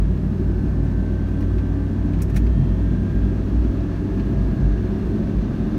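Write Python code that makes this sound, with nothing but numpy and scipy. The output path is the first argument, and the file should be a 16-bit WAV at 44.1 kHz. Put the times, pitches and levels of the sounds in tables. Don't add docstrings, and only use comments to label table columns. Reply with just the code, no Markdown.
import sys
import numpy as np
from scipy import signal
from scipy.fft import rfft, irfft
from scipy.io import wavfile

SR = 44100
rng = np.random.default_rng(int(sys.argv[2]) if len(sys.argv) > 2 else 0)


def wav_record(signal):
    frames = np.transpose(np.atleast_2d(signal))
    bounded = np.clip(frames, -1, 1)
    quanta = np.round(bounded * 32767).astype(np.int16)
    wavfile.write(sys.argv[1], SR, quanta)


N = 254898
TIME = np.arange(N) / SR
MOUTH_S, ENTRY_S = 2.8, 1.7

# (t/s, f/Hz)
CYCLE_RATE = [(0.0, 30.31), (0.82, 30.9), (1.65, 31.16), (2.47, 31.71), (3.3, 32.23), (4.12, 32.66),
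              (4.95, 33.12), (5.77, 33.62)]
# (t/s, level/dB)
HUM_LEVEL = [(0, -26.5), (1.4, -25), (3.0, -25), (3.6, -28), (4.3, -27), (4.65, -28.5), (5.78, -31)]
# (multiple of the cycle rate, level/dB)
ENGINE_ORDERS = [(6, -35.5), (7, -40), (8, -41.5), (9, -40.5), (11, -49), (12, -48), (13, -55), (15, -56),
                 (16, -56.5), (17, -55), (18, -57.5), (20, -54.5), (21, -57.5)]
# (multiple of the cycle rate, start t/s, end t/s, level/dB)
ENGINE_FLARES = [(6, 2.1, 3.7, -30.5), (6, 4, 6, -31), (9, .7, 2.7, -33.5), (12, 3, 5, -41),
                 (18, .2, 1.8, -51), (27, 1.7, 3.1, -58), (50, .45, 2.2, -54), (52, .3, .8, -63),
                 (53, .4, 1.6, -65), (57, 2.3, 2.88, -60.5), (49, 2.8, 3.3, -61), (50, 2.85, 3.45, -55),
                 (49, 3.55, 4.1, -58), (54, 3.65, 4.6, -61.5), (50, 3.75, 5.05, -53), (48, 4.45, 5.05, -60),
                 (46, 5, 5.9, -59.5), (54, 5, 5.9, -61.5), (47, 5.45, 5.95, -57), (50, 5.5, 6, -55.5)]


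def engine(pulses_per_cycle=3, hum_flutter=0.059, jitter=0.00044, orders_db=-0.23):
    cycle_hz = curves(CYCLE_RATE)[0] * (1 + jitter * drift(5.8))
    cycles = np.cumsum(cycle_hz) / SR
    hum_level = gain_of(curves(HUM_LEVEL)[0]) * (1 + hum_flutter * drift(8))
    hum = hum_level * tone(pulses_per_cycle * cycles)
    orders = partials(cycles, ENGINE_ORDERS, ENGINE_FLARES, wander_db=1.5, flutter=0.2)
    return hum + gain_of(orders_db) * orders, cycles


# (f/Hz, level/dB)
CLATTER_SPECTRUM = [(750, -63.5), (1200, -68), (1450, -71), (1600, -66.5), (1800, -67), (2000, -77),
                    (2800, -88), (3500, -76), (4400, -76), (6400, -83)]


def clatter(cycles, fade_hz=0.73, comb_db=-1):
    comb = sum(drift(fade_hz) * tone(order * cycles) for order in range(24, 110))
    return gain_of(comb_db) * coloured(comb, CLATTER_SPECTRUM)


# (multiple of shaft speed, level/dB)
SHAFT_ORDERS = [(4, -35), (5, -41.5), (6, -43.5)]
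# (multiple of shaft speed, start t/s, end t/s, level/dB)
SHAFT_FLARES = [(4, -.5, .5, -29), (4, .5, 2.6, -33), (4, 4.9, 6.2, -30.5), (5, -.3, 1.5, -32.5),
                (5, 4.9, 6.1, -30), (6, 2.1, 3.8, -33), (7, 2.6, 4.6, -39)]


def shaft(start_hz=37.8, rise_hz_per_s=1.05, shaft_db=-0.5):
    turns = np.cumsum(start_hz + rise_hz_per_s * TIME) / SR
    return gain_of(shaft_db) * partials(turns, SHAFT_ORDERS, SHAFT_FLARES, wander_db=3.0, flutter=0.24)


BOOM_HZ, BOOM_WIDTH_HZ = 54.1, 4.43
BOOM_DB, BOOM_FALL_DB_PER_S = -24.5, 2.5
BUMP_RISE_S, BUMP_T60_S = 0.035, 0.2
# (t/s at the end of the rise, hold/s, level/dB)
ROAD_BUMPS = [(0.011, 0.038, -17), (0.55, 0.046, -21.5), (0.79, .04, -20), (1.505, .06, -22),
              (2.023, .02, -20.5), (2.175, .02, -21), (2.374, .17, -17), (2.696, .01, -19),
              (2.808, 0.069, -20), (3.238, .02, -18), (3.561, 0.027, -17.5), (3.664, 0.028, -20),
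              (4.367, 0.094, -19.5), (4.633, 0.11, -17), (5.37, 0.024, -19)]


def boom(unrest=0.29, unrest_hz=8):
    floor_db = BOOM_DB - BOOM_FALL_DB_PER_S * np.maximum(TIME - MOUTH_S, 0)
    level = gain_of(floor_db) * (1 + unrest * drift(unrest_hz))
    for s, hold_s, db in ROAD_BUMPS:
        rise = np.clip((TIME - s) / BUMP_RISE_S + 1, 0, 1)
        decay = gain_of(-60 * np.maximum(TIME - s - hold_s, 0) / BUMP_T60_S)
        level = level + rise * decay * (gain_of(db) - level)
    hz = BOOM_HZ + BOOM_WIDTH_HZ / 2 * drift(7.1)
    return level * tone(np.cumsum(hz) / SR)


# (f/Hz, level/dB per Hz)
RUMBLE_SPECTRUM = [(15, -79), (27, -66), (39, -47.5), (62, -46.5), (82, -56.5), (108, -52.5), (135, -54),
                   (170, -52.5), (220, -50.5), (260, -56), (295, -51), (325, -55.5), (375, -55), (450, -70),
                   (600, -113)]
# (f/Hz, level/dB per Hz)
DRONE_SPECTRUM = [(60, -100), (108, -24), (122, -8), (134, 5.5), (144, -1), (165, -29.5), (300, -100)]
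# (start t/s, end t/s, peak level/dB)
DRONE_SWELLS = [(-.1, .45, -33), (.7, 1.1, -29.5), (2.28, 2.394, -23.5), (2.54, 2.7, -25),
                (2.88, 3.065, -29.5), (3.753, 3.914, -29.5), (4.153, 4.816, -27), (5.47, 5.663, -24.5)]


def tyres(rumble_db=-0.25, tunnel_db=1.44, patchy_db=1.13, patchy_hz=6, steady_drone_db=-37):
    rumble_gain = gain_of(rumble_db + tunnel_db * inside() + patchy_db * drift(patchy_hz))
    rumble = coloured(white(), RUMBLE_SPECTRUM) * rumble_gain
    drone_level = gain_of(steady_drone_db)
    for start, end, db in DRONE_SWELLS:
        drone_level = np.maximum(drone_level, gain_of(db) * swell(start, end))
    return rumble + drone_level * evened(coloured(white(), DRONE_SPECTRUM))


# (f/Hz, level/dB per Hz)
HISS_SPECTRUM = [(250, -72), (480, -72), (660, -70.5), (780, -77.5), (1180, -80), (1420, -83.5),
                 (1680, -82.5), (2050, -89), (2800, -89), (3050, -94.5), (4200, -94), (4900, -99),
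                 (6300, -100), (7600, -114), (10000, -130)]


def hiss(cycles, hiss_db=-0.92, rise_db_per_s=0.48, tunnel_db=0.77, flicker_db=0.5, throb=0.055):
    level_db = hiss_db + rise_db_per_s * TIME + tunnel_db * inside() + flicker_db * drift(15)
    pulse = 1 + throb * (tone(cycles) + tone(2 * cycles)) / 2
    return coloured(white(), HISS_SPECTRUM) * gain_of(level_db) * pulse


# (t/s, knock level/dB, bright snap level/dB)
TRIM_CLICKS = [(1.285, -51, -68), (1.406, -47, -57), (1.425, -47, -65), (1.582, -44, -64),
               (2.133, -44.5, -63), (2.188, -49, -66), (2.204, -43, -67), (2.219, -44.5, -37.5),
               (2.298, -50, -54), (2.343, -47, -56), (2.36, -45, -45.5), (2.364, -32.5, -39),
               (2.466, -44, -69), (3.644, -49, -70), (4.196, -43.5, -68)]
# (f/Hz, level/dB per Hz)
KNOCK_SPECTRUM = [(400, 4), (1000, 4.5), (1400, 2), (1900, 3.5), (2500, 5.5), (3100, -5.5), (4400, -5),
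                  (6400, -17), (7600, -25), (11000, -30), (15000, -28)]
# (f/Hz, level/dB per Hz)
SNAP_SPECTRUM = [(2000, -22), (4400, -22), (5500, 6), (7500, -1.5), (9500, -1.5), (11500, -2),
                 (14000, -3.5), (15700, -5)]


def trim(trim_db=-2, chatter_s=0.0045, t60_s=0.061, crack_db=-8, crack_t60_s=0.0086,
         cabin_db=-18, cabin_t60_s=0.2, grit_db=1.5):
    t = np.arange(SR // 4) / SR
    decay = gain_of(-60 * np.maximum(t - chatter_s, 0) / t60_s)
    decay += gain_of(crack_db - 60 * t / crack_t60_s)
    decay += gain_of(cabin_db - 60 * t / cabin_t60_s)
    knock_power, snap_power = np.zeros((2, N))
    for s, knock_db, snap_db in TRIM_CLICKS:
        first = round(s * SR)
        part = slice(first, first + len(t))
        knock_power[part] += (gain_of(knock_db) * decay) ** 2
        snap_power[part] += (gain_of(snap_db) * decay) ** 2
    knocks = np.sqrt(knock_power) * evened(coloured(white(), KNOCK_SPECTRUM))
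    snaps = np.sqrt(snap_power) * evened(coloured(white(), SNAP_SPECTRUM))
    grit = gain_of(trim_db + grit_db * np.clip(drift(170), -2, 2))
    return grit * (knocks + snaps)


# (mean f/Hz, start t/s, end t/s, peak level/dB)
WHISTLE_TONES = [(5216, .1, 1, -75), (3179, 2.38, 2.88, -63.5), (3179, 2.9, 6, -76)]


def whistle(waver_hz=3):
    total = 0
    for hz, start, end, db in WHISTLE_TONES:
        turns = np.cumsum(hz + waver_hz * drift(10)) / SR
        total = total + gain_of(db) * swell(start, end) * tone(turns)
    return total


# (f/Hz, level/dB per Hz)
FIZZ_SPECTRUM = [(3000, -25.5), (6500, 0), (7600, -0.5), (8400, 0), (9800, -2.5), (10450, -12), (11200, -9),
                 (13500, -7), (15700, -16)]


def fizz(fizz_db=-70, tunnel_db=0.1, wander_db=0.5, swell_start_s=0.84, swell_end_s=0.86, swell_db=-73):
    level = gain_of(fizz_db + tunnel_db * inside() + wander_db * drift(4))
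    level = level + gain_of(swell_db) * swell(swell_start_s, swell_end_s)
    return level * evened(coloured(white(), FIZZ_SPECTRUM))


def inside():
    return np.clip((TIME - MOUTH_S) / ENTRY_S + 0.5, 0, 1)


def partials(turns, steady, flares, wander_db, flutter):
    levels = {round(order): gain_of(db + wander_db * drift(1.5)) for order, db in steady}
    for order, start, end, db in flares:
        flare = gain_of(db) * swell(start, end, roundness=0.22)
        levels[order] = np.maximum(levels.get(order, 0), flare)
    return sum(level * (1 + flutter * drift(7.7)) * tone(order * turns) for order, level in levels.items())


def swell(start, end, roundness=0.45):
    share = np.clip((TIME - start) / (end - start), 0, 1)
    return np.sin(np.pi * share).clip(0) ** roundness


def tone(turns):
    return np.sqrt(2) * np.sin(2 * np.pi * (turns + rng.random()))


def drift(rate_hz):
    size = 2048
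    grid = np.linspace(0, TIME[-1], size)
    hz = np.fft.rfftfreq(size, grid[1])
    slow = irfft(rfft(rng.standard_normal(size)) / np.sqrt(1 + (hz / rate_hz) ** 4))
    return np.interp(TIME, grid, evened(slow))


def white():
    return rng.standard_normal(N) * np.sqrt(SR / 2)


def coloured(x, points):
    hz, db = np.transpose(points)
    bins = np.fft.rfftfreq(len(x), 1 / SR)
    gain = gain_of(np.interp(np.log(bins + 1), np.log(hz), db))
    return irfft(rfft(x) * gain, len(x))


def curves(rows):
    s, *columns = np.transpose(rows)
    return [np.interp(TIME, s, column) for column in columns]


def evened(x):
    return x / np.sqrt(np.mean(x ** 2) + 1e-20)


def gain_of(db):
    return 10 ** (np.asarray(db) / 20)


def scene():
    engine_tones, cycles = engine()
    drive = engine_tones + clatter(cycles) + shaft()
    road = boom() + tyres() + hiss(cycles)
    return (drive + road + trim() + whistle() + fizz())[None]


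def record(dry, edge_hz=15730):
    lowpass = signal.firwin(1023, edge_hz, window=("kaiser", 9), fs=SR)
    return signal.oaconvolve(dry, lowpass[None], "same")


dry = scene()
out = record(dry)
wav_record(out)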